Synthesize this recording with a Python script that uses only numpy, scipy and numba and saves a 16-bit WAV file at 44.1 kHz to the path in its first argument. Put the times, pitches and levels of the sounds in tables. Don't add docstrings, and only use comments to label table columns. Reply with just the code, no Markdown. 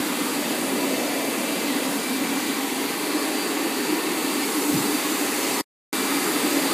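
import sys
import numpy as np
from scipy import signal
from scipy.fft import rfft, irfft, next_fast_len
from scipy.io import wavfile
from scipy.ndimage import uniform_filter1d
from numba import njit

SR = 44100
rng = np.random.default_rng(int(sys.argv[2]) if len(sys.argv) > 2 else 0)


def voltage_ratio(decibels):
    exponent = np.asarray(decibels, float) / 20
    return 10 ** exponent


def bounce(signal):
    frames = np.transpose(np.atleast_2d(signal))
    limited = np.clip(frames, -1, 1)
    pcm = np.round(limited * 32767).astype(np.int16)
    wavfile.write(sys.argv[1], SR, pcm)


N = 296793
FRAME, GRID = 2048, 191


def columns(table):
    rows = np.asarray(table, float)
    return [np.interp(np.arange(N) / SR, rows[:, 0], c) for c in rows[:, 1:].T]


def unit(x):
    return x / np.sqrt(np.mean(x ** 2))


def walk(rate):
    hold = int(SR / rate)
    steps = np.repeat(rng.standard_normal(N // hold + 1), hold)
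    slewed = uniform_filter1d(uniform_filter1d(steps, hold), hold)
    return unit(slewed[:N])


@njit
def svf(x, hz, width):
    y, band, low = np.empty(len(x)), 0., 0.
    for i in range(len(x)):
        g, damping = np.tan(np.pi * hz[i] / SR), width / hz[i]
        v = (band + g * (x[i] - low)) / (1 + g * (g + damping))
        band, low = 2 * v - band, low + 2 * g * v
        y[i] = damping * v
    return y


def turbulence(colour, flicker_db, rate, count):
    size = next_fast_len(N)
    octave = np.log2(np.maximum(np.arange(size // 2 + 1) * SR / size, 1))
    hz, db = np.transpose(colour)
    gain = voltage_ratio(np.interp(octave, np.log2(hz), db, left=-120, right=-120))
    spectrum = rfft(rng.standard_normal(size)) * gain
    centres = np.linspace(np.log2(hz[0]), np.log2(hz[-1]), count)
    out = 0
    for share in np.eye(count):
        band = irfft(spectrum * np.interp(octave, centres, share), size)[:N]
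        out = out + band * voltage_ratio(flicker_db * walk(rate))
    return unit(out)


def lapped(x, change, start=0):
    half = FRAME // 2
    n = np.arange(FRAME) + .5
    window = np.sin(np.pi * n / FRAME)
    waves = np.cos(np.pi / half * np.outer(n[:half], n + half / 2))
    basis = window * waves * np.sqrt(2 / half)
    blocks = np.pad(x, (FRAME - start, -(len(x) - start) % half + half)).reshape(-1, half)
    lines = np.hstack([blocks[:-1], blocks[1:]]) @ basis.T
    frames = change(lines) @ basis
    out = frames[1:, :half] + frames[:-1, half:]
    return out.ravel()[half - start:][:len(x)]


# t/s, nearness/0-1
NEAR_DRIVE = [
    (0, 0.03),
    (2.2, 0.06),
    (3.2, .5),
    (4, 0.58),
    (4.6, 0.7),
    (5.6, 0.91),
    (6.73, 1.),
]


def nearness():
    return columns(NEAR_DRIVE)[0]


def placed(near, place_db):
    return np.interp(near, [0, .5, 1], place_db)


# f/Hz, level/dB per Hz
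BLOWER = [(130, -23), (200, -9), (400, -7.5), (480, -10)]
# t/s, f/Hz, level/dB
HOUSING = [(0, 280, -27.5), (.9, 277, -27), (2, 278, -27.5), (3.1, 280, -29.5), (3.5, 304, -27.5),
           (3.9, 308, -26.5), (4.4, 300, -27.5), (4.7, 298, -26), (5.3, 290, -27), (5.6, 300, -28.5),
           (6.1, 294, -27.5), (6.4, 304, -25.5), (6.73, 300, -25)]


def blower(near):
    hz, db = columns(HOUSING)
    hz = hz + near * 14 * walk(16)
    db = db + .8 * walk(26)
    air = rng.standard_normal(N) * voltage_ratio(1.4 * walk(50))
    ridge = unit(svf(svf(air, 0.989 * hz, 50.0), 0.986 * hz, 65.0))
    boom = unit(svf(svf(rng.standard_normal(N), 0.98 * hz, 110.), 1.0 * hz, 130.))
    second = unit(svf(rng.standard_normal(N), 1.427 * hz, 40.))
    skirt = turbulence(BLOWER, 1.2, 12, count=3)
    return voltage_ratio(db) * unit(ridge + voltage_ratio(-1.0) * boom + voltage_ratio(-15) * second + voltage_ratio(-5) * skirt)


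# f/Hz, level/dB per Hz
FANS = [(380, -20.5), (480, 3.5), (600, 0.5), (720, -3.5), (900, -18)]


def barrel_fans(near):
    nearest_s, pass_s = 1.22, 0.95
    t = np.arange(N) / SR
    passing = np.exp(-((t - nearest_s) / pass_s) ** 2 / 2)
    db = -40.5 + 7.5 * passing + 4.5 * near ** 4
    return voltage_ratio(db + 1.4 * walk(6)) * turbulence(FANS, 0.76, 8, count=3)


# f/Hz, level/dB per Hz
ROAR = [(420, -36.5), (700, -8), (800, -1.5), (1110, -2.5), (1320, -5.5), (1670, -6.5), (2010, -4.5),
        (2390, -6), (3230, -8.5), (3970, -8), (4960, -8.5), (5120, -26)]


def gear_roar(near):
    db = placed(near, (-30.4, -30.5, -28)) - 0.5
    return voltage_ratio(db) * turbulence(ROAR, .8, 9, count=9)


# f/Hz, level/dB per Hz
HISS = [(4850, -33.5), (5080, -5), (5700, -4.5), (6500, -2), (7400, 0), (9670, -1), (11000, -3),
        (13000, -4), (14500, -6.5), (15300, -10)]


def cooling_air(near):
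    clear_s, clearing_s, unshade_db = 4.25, .2, 3.2
    clear = .5 + .5 * np.tanh((np.arange(N) / SR - clear_s) / clearing_s)
    db = placed(near, (-34, -34.8, -33.5)) + unshade_db * clear + 0.47
    return voltage_ratio(db) * turbulence(HISS, 0.78, 11, count=8)


def hall(lines, ripple_db=1.9, fade_hz=7000):
    hz = np.arange(FRAME // 2) * SR / FRAME
    ripple = uniform_filter1d(rng.standard_normal(lines.shape), size=12, axis=0)
    ripple = unit(uniform_filter1d(ripple, size=2, axis=1))
    gain = voltage_ratio(ripple_db / (1 + hz / fade_hz) * ripple)
    return lines * unit(gain)


# f/Hz, width/Hz, level/dB at the desk, level/dB along the barrel,
# level/dB beside the drive
COVERS = [(403, 45, -47, -38.5, -39), (791, 50, -49.5, -42.5, -43.5), (900, 34, -54.5, -49, -47),
          (976, 30, -47.5, -50, -53.5), (1092, 25, -54.5, -51.5, -50.5), (1150, 60, -64.5, -51.5, -46),
          (1264, 45, -55, -55.5, -42.5), (1684, 20, -55, -53.5, -46), (1803, 34, -53, -47, -46),
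          (1970, 30, -53, -51, -46), (2054, 80, -48.5, -47.5, -43), (2148, 30, -56, -50.5, -51.5),
          (2633, 150, -45, -43.5, -44.5), (3634, 46, -55.5, -55, -52), (4240, 86, -60, -56, -49),
          (4430, 30, -55.5, -51, -49.5), (4750, 200, -52, -52.5, -46), (6670, 150, -53, -54, -53),
          (7920, 640, -54, -54, -49.5), (11930, 990, -56, -57.5, -49)]


def covers(near):
    out = 0
    for hz, width, *place_db in COVERS:
        centre = np.full(N, 1. * hz)
        ring = unit(svf(svf(rng.standard_normal(N), centre, 1. * width), centre, 2. * width))
        out = out + ring * voltage_ratio(placed(near, place_db) + 1.6 * walk(3.05))
    return out


def tone(hz, db, wobble_hz, flutter_db):
    phase = 2 * np.pi * np.cumsum(hz + wobble_hz * walk(30)) / SR
    return np.sqrt(2) * np.sin(phase) * voltage_ratio(db + flutter_db * walk(12))


# t/s, level/dB
WHINE = [(0, -51), (.7, -47), (.95, -40.5), (1.6, -42.5), (1.85, -55), (2.06, -38.5), (2.55, -45),
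         (2.8, -56), (3, -42), (3.3, -44), (3.6, -55), (3.95, -42), (4.6, -50), (5.1, -46), (5.3, -56),
         (5.55, -42), (6.15, -37.5), (6.3, -51)]


def motors(near):
    whine_hz, whistle_hz = 2342.4, 9999

    def faded(place_db):
        return placed(near, place_db) + 2.6 * walk(13)

    whine = tone(whine_hz, columns(WHINE)[0] - .6, 1.2, 1.3)
    second = tone(2 * whine_hz, faded((-51, -49, -46)), 4.5, 2.5)
    fourth = tone(4 * whine_hz, faded((-58, -57, -49)), 7.0, 2.5)
    whistle = tone(whistle_hz, faded((-50, -49.5, -49)), 7.5, 2.2)
    return whine + second + fourth + whistle


# t/s, f/Hz, peak level/dB, length/s
BUMPS = [
    (0, 277, -18, 0.0056),
    (4.716, 80, -34, 0.02),
    (4.734, 175, -18.5, .034),
    (4.742, 60, -35, .02),
    (4.757, 127, -28.5, .03),
    (4.755, 310, -19, .034),
    (4.791, 150, -28.5, .032),
]


def bumps():
    out, t = 0, np.arange(N) / SR
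    for s, hz, db, push in BUMPS:
        shape = np.sin(np.pi * np.clip((t - s) / push, 0, 1)) ** 2
        out = out + voltage_ratio(db) * shape * np.sin(2 * np.pi * hz * (t - s))
    return out


# f/Hz, level/dB
STEP = [(100, -70), (1000, -42), (4700, -33), (5100, -27.5), (6500, -28), (10000, -27), (12500, -27.5),
        (13800, -26), (15300, -29)]


def rounded(lines, scatter_db=2.5, dead=.38):
    hz = (np.arange(FRAME // 2) + .5) * SR / FRAME
    drift = uniform_filter1d(rng.standard_normal((len(lines), FRAME // 32)), size=3, axis=0)
    step_hz, step_db = np.transpose(STEP)
    usual_db = np.interp(np.log(hz), np.log(step_hz), step_db)
    step = voltage_ratio(usual_db + scatter_db * np.repeat(drift, 16, axis=1))
    count = np.floor((np.abs(lines) / step) ** .75 + dead)
    return np.sign(lines) * count ** (4 / 3) * step


FILL_S = [.209, .209, .627, 1.068, 1.858, 2.276, 2.439, 2.485, 3.186, 4.438, 4.508, 4.577, 4.624, 4.624,
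          4.786, 4.786, 5.134, 5.181, 5.181, 5.274, 5.343, 5.436, 5.506, 5.552, 5.598, 6.619, 6.642]


def filled(lines, fill_db=-3.0):
    lowest_hz, span_hz, band_hz = 192 * SR / 2048, 9600, 32 * SR / 2048
    hz, side = np.arange(FRAME // 2) * SR / FRAME, np.zeros_like(lines)
    noise = rng.standard_normal(lines.shape)
    for s, (place, wide) in zip(FILL_S, rng.random((len(FILL_S), 2))):
        low_hz = lowest_hz + band_hz * np.floor(place ** 1.4 * span_hz / band_hz)
        high_hz = low_hz + band_hz * (2 + (wide > .7))
        band = (hz > low_hz - 1) & (hz < high_hz - 1)
        frame = round((s * SR - GRID) * 2 / FRAME) + 1
        spread = np.std(lines[frame - 2:frame + 1, band])
        side[frame, band] = voltage_ratio(fill_db) * spread * noise[frame, band]
    return side


# t/s, level/dB
SMEAR = [(0, -16), (.009, -21), (.012, -32), (.03, -37), (.037, -70)]


def dropout(mono):
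    drop_s, back_s, cut_s = 5.6105, 5.9282, .002
    t = np.arange(N) / SR
    after, smear_db = np.transpose(SMEAR)
    gap = voltage_ratio(np.interp(t - drop_s, after, smear_db, right=-110))
    gap = gap + voltage_ratio(-50) * (t > back_s - .004)
    smear = signal.sosfilt(signal.butter(1, 700., "high", fs=SR, output="sos"), mono) * gap
    cut = mono * np.clip(1 - (t - drop_s) / cut_s, 0, 1)
    return np.where((t > drop_s) & (t < back_s), smear + cut, mono)


def scene():
    near = nearness()
    air = barrel_fans(near) + gear_roar(near) + cooling_air(near)
    mono = blower(near) + lapped(air, hall) + covers(near) + motors(near) + bumps()
    return np.array([mono, mono])


def roll_off(x):
    return signal.sosfilt(signal.butter(12, 16450, fs=SR, output="sos"), x)


def record(dry):
    mono = signal.sosfilt(signal.butter(3, 88., "high", fs=SR, output="sos"), dry[0])
    mono = lapped(mono, rounded)
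    side = lapped(mono, filled, start=GRID)
    mono = dropout(mono)
    mono = signal.sosfilt(signal.ellip(10, .2, 80, 15260, fs=SR, output="sos"), mono)
    return roll_off(np.array([mono + side, mono - side]))


dry = scene()
out = record(dry)
bounce(out)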